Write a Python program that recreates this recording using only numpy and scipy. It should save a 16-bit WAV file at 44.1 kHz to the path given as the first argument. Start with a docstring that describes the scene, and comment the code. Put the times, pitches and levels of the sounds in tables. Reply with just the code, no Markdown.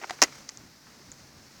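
"""A dog walks over grass in a quiet park, on a retractable leash held close to the microphone.
From the start, cord and grass rustle over a distant rumble, a low hum and a very faint high whine.
The plastic handle knocks as it is gripped. At about 0.2 s its brake snaps in a quick run of hard hits
that make the case ring. From about 0.5 s small leash parts tick lightly, and near 1 s comes a soft step."""
import sys
import numpy as np
from scipy import signal
from scipy.fft import rfft, irfft
from scipy.io import wavfile
from scipy.ndimage import uniform_filter1d

SR = 44100
rng = np.random.default_rng(int(sys.argv[2]) if len(sys.argv) > 2 else 0)


def file_out(sig):
    """Save sig as 16-bit WAV at sys.argv[1]."""
    # one column per channel
    cols = np.atleast_2d(sig).T
    # limit, then scale
    lim = np.clip(cols, -1, 1)
    pcm = np.round(lim * 32767).astype(np.int16)
    wavfile.write(sys.argv[1], SR, pcm)


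N = 70560  # 1.6 s
TIME = np.arange(N) / SR


def from_db(db):
    """Turn decibels into a number to multiply a sound by."""
    return 10 ** (np.asarray(db) / 20)


def rms_one(x):
    """Scale a signal so that its average size (root mean square) is 1."""
    return x / np.sqrt(np.mean(x ** 2) + 1e-20)


def colour(x, points):
    """Make some pitches stronger and others weaker; white noise keeps its overall power."""
    hz, db = np.transpose(points)
    grid_hz = np.arange(N + 1) * SR / (2 * N)
    curve_db = np.interp(np.log(np.maximum(grid_hz, 1)), np.log(hz), db)
    cepstrum = irfft(np.log(rms_one(from_db(curve_db))))
    # folding this onto its first half keeps the filter from sounding ahead of a hit
    cepstrum[1:N] *= 2
    cepstrum[N + 1:] = 0
    return irfft(rfft(x, 2 * N) * np.exp(rfft(cepstrum)))[:N]


def drift(rate):
    """A smooth random wobble of about size 1; a higher rate wobbles faster."""
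    size = max(2, int(SR / rate))
    smoothed = uniform_filter1d(rng.standard_normal(N), size, mode="wrap")
    return rms_one(uniform_filter1d(smoothed, size, mode="wrap"))


def cut(x, order, hz, kind):
    """Keep the "low", "high" or "band" part of a sound; a higher order cuts more sharply."""
    return signal.sosfilt(signal.butter(order, hz, kind, fs=SR, output="sos"), x)


# tone of the distant background: f/Hz, relative level/dB
PARK_COLOUR = [(25, -17.5), (50, -8), (90, -4.5), (135, -3.5), (260, -2.5), (420, -12), (1100, -13.5),
               (2000, -13.5), (3200, -22), (4200, -14.5), (5400, -11.5), (6800, -20.5), (8400, -26.5),
               (11000, -29), (15000, -29.5), (17500, -34)]
def park():
    """A distant rumble wavers slightly under an even hiss."""
    air = rms_one(colour(rng.standard_normal(N), PARK_COLOUR))
    rumble = cut(air, 1, 350, "low")
    hiss = air - rumble
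    waver = from_db(-3.3 * drift(15))
    return from_db(-55) * (hiss + rumble * waver)


# how the hum swells and fades: t/s, level/dB
HUM_LEVELS = [(0, -63.5), (0.5, -69), (1.0, -70), (1.22, -60), (1.35, -62.5), (1.6, -63)]
def hum(hz=135, wander_db=5):
    """A faint low tone comes and goes in the distance."""
    times, db = np.transpose(HUM_LEVELS)
    level = from_db(np.interp(TIME, times, db) + wander_db * drift(8))
    return level * np.sin(2 * np.pi * hz * TIME + drift(6.7))


def whine(hz=14966, db=-72, wander_radians=1.2):
    """A very faint, high, unsteady whine."""
    return from_db(db) * np.sin(2 * np.pi * hz * TIME + wander_radians * drift(60))


# how loud the cord and grass are: t/s, rubbing level/dB, hiss level/dB
RUSTLE_LEVELS = [(0, -54, -56), (0.03, -55, -52.5), (0.13, -49.5, -53), (0.2, -57, -57), (0.26, -47, -52),
                 (0.30, -53.5, -55), (0.39, -52.5, -54), (0.46, -62, -61.5), (0.52, -59.5, -59.5),
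                 (0.65, -63, -63), (0.82, -77, -64.5), (0.873, -58.5, -62), (1.05, -64.5, -61),
                 (1.22, -61, -60), (1.33, -68, -66), (1.45, -60.5, -61.5), (1.6, -62, -60.5)]
# tone of the rubbing: f/Hz, relative level/dB
RUB_TONE = [(100, -22), (350, 0.5), (900, -2), (2100, -2.5), (3300, -8), (8000, -15), (17000, -35)]
# tone of the grassy hiss: f/Hz, relative level/dB
HISS_TONE = [(2000, -24.5), (3400, -14), (4600, -2.5), (6300, 1), (8000, -13.5), (11000, -26.5),
             (17000, -18)]
def rustle():
    """Cord and grass rub and hiss softly as the dog moves."""
    times, rub_db, hiss_db = np.transpose(RUSTLE_LEVELS)
    grain_db = 1.3 * drift(106)
    out = 0
    for db, tone in ((rub_db, RUB_TONE), (hiss_db, HISS_TONE)):
        level = from_db(np.interp(TIME, times, db) + grain_db)
        out += colour(rng.standard_normal(N) * level, tone)
    return out


def fade(start, t60):
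    """A level that drops after the start, by 60 dB every t60 seconds (the fade time)."""
    age = np.maximum(TIME - start, 0)
    return from_db(-60 * np.minimum(age / t60, 4))


def ring(start, hz, t60):
    """One fading note of a struck object."""
    age = np.maximum(TIME - start, 0)
    return np.sin(2 * np.pi * hz * age) * fade(start, t60)


def burst(start, t60, push_db):
    """One push, then so many fading notes at once that they blur into noise."""
    out = rng.choice([-1, 1], N) * (TIME >= start) * fade(start, t60)
    out[np.searchsorted(TIME, start)] = from_db(push_db)
    return out


# knocks on the handle: t/s, relative level/dB, lowest f/Hz, highest f/Hz, fade time/s
GRIP_KNOCKS = [(0.0145, -38, 300, 2500, 0.04), (0.0175, -38.5, 603, 3000, .02),
               (0.0245, -34, 200, 2000, 0.066), (0.029, -35, 200, 550, 0.025),
               (0.0372, -25, 500, 2000, 0.0061), (0.0415, -29, 700, 2300, 0.017),
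               (0.0435, -22.5, 450, 1510, 0.018), (0.096, -28, 895, 6550, 0.021),
               (0.098, -28, 810, 6700, 0.01), (0.1073, -25, 650, 8900, .02),
               (0.1885, -41, 400, 2500, 0.027), (0.1925, -41.5, 450, 1700, 0.025),
               (0.281, -36.5, 300, 1800, 0.024), (0.324, -43, 1200, 7000, .05),
               (0.491, -35, 1100, 9000, 0.025), (0.868, -46.5, 600, 1400, 0.083),
               (1.1208, -43, 900, 4000, .008)]
# tone shared by these knocks: f/Hz, relative level/dB
GRIP_TONE = [(100, -31), (350, 3), (520, -8.5), (740, 3), (1100, 0.5), (2200, 2.5), (3300, -8.5),
             (4900, -3), (6800, -5), (8500, -16.5), (16000, -23)]
def grip():
    """The handle knocks, muffled by the hand; one knock near 0.11 s rings its hollow inside."""
    knocks = 0
    for start, db, low_hz, high_hz, t60 in GRIP_KNOCKS:
        knock = cut(burst(start, t60, push_db=12), 2, low_hz, "high")
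        knocks += from_db(db) * cut(knock, 2, high_hz, "low")
    hollow = from_db(-27.5) * ring(start=0.1078, hz=725, t60=0.043)
    return colour(knocks, GRIP_TONE) + hollow


def crack(start, hz, width_hz):
    """A hard hit swells and dies in about a millisecond; more width makes it shorter."""
    age = np.maximum(TIME - start, 0)
    swell = np.minimum(np.pi * width_hz * age, 40)
    return swell * np.exp(1 - swell) * np.sin(2 * np.pi * hz * age)


# hits of the brake: t/s, crack level/dB, relative push level/dB, relative ring level/dB
BRAKE_HITS = [(0.2186, 0, -3, -15), (0.2203, -10, -10.5, -20), (0.2255, 5, 3.5, -16),
              (0.2266, -19, -35, -32.5), (0.2307, -35, -6, -22.5), (0.2343, -16, -9, -24.5),
              (0.2372, -3, -9, -27.5), (0.2402, -13, -10, -28)]
# main notes of the plastic case: f/Hz, relative level/dB, fade time/s
CASE_NOTES = [(279.7, -8.5, 0.02), (395, -7, 0.044), (606, -6, 0.027), (791, -2.5, 0.036),
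              (1166, -2.5, 0.024), (1335, -0.5, 0.017), (1872, -3.5, 0.032), (2014, -1.5, 0.039),
              (2535, -9, 0.061), (2766, -6, 0.046), (5160, -28, 0.075), (6650, -5, .05), (6900, -10, .045)]
# tone of its many weaker notes, blurred together: f/Hz, relative level/dB
CASE_BLUR = [(60, -34), (170, -40), (280, -3), (800, -5.5), (2200, -5), (3500, -13.5), (4600, -8.5),
             (5600, -8), (6800, -10), (8000, -20), (9500, -24), (10400, -29), (11400, -21), (14500, -40),
             (16300, -26), (17500, -36)]
def brake():
    """Each hit cracks and sets the case ringing, every note with a strength of its own."""
    cracks, notes, blur = 0, 0, 0
    for start, crack_db, push_db, ring_db in BRAKE_HITS:
        cracks += from_db(crack_db) * crack(start, hz=5670, width_hz=1610)
        blur += from_db(ring_db - 1.5) * burst(start, t60=0.0487, push_db=push_db - ring_db)
        for k, (hz, note_db, t60) in enumerate(CASE_NOTES):
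            strength = from_db(ring_db + note_db - 2.5 + rng.normal(0, 1.83))
            notes += (-1) ** k * strength * ring(start, hz, t60)  # neighbours start opposite ways
    return cracks + notes + colour(blur, CASE_BLUR)


# light ticks of the leash: t/s, level/dB, f/Hz, width/Hz
FITTING_TICKS = [(0.4889, -30, 5530, 2200), (0.4914, -20.5, 5700, 1930), (0.4936, -34, 6740, 1500),
                 (0.4968, -29, 6550, 2000), (0.5731, -26.5, 6400, 1820), (1.1172, -28, 6900, 1100),
                 (1.1235, -38.5, 6900, 1100)]
def fittings():
    """Small hard parts of the leash touch with hardly any ring."""
    ticks = sum(from_db(db) * crack(start, hz, width_hz) for start, db, hz, width_hz in FITTING_TICKS)
    return cut(ticks + 1e-18, 6, 8200, "low")


def footfall(peak_s=0.99, swell_s=0.044, hz=272, db=-57):
    """A foot presses on the grass with a dull, soft thud."""
    octave_hz = [hz / np.sqrt(2), hz * np.sqrt(2)]
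    thud = rms_one(cut(rng.standard_normal(N), 2, octave_hz, "band"))
    swell = np.exp(-((TIME - peak_s) / swell_s) ** 2)
    return from_db(db) * thud * swell


def scene():
    """Add the nearby leash and the open park into one channel."""
    return (brake() + grip() + fittings() + rustle() + park() + hum() + whine() + footfall())[None]


def record(dry, ceiling=1.1, cutoff_hz=17300):
    """The loudest crack overloads the microphone; the very highest pitches are cut away."""
    squashed = ceiling * np.tanh(dry / ceiling)
    return signal.sosfilt(signal.ellip(10, .1, 80, cutoff_hz, fs=SR, output="sos"), squashed)


dry = scene()
out = record(dry)
file_out(out)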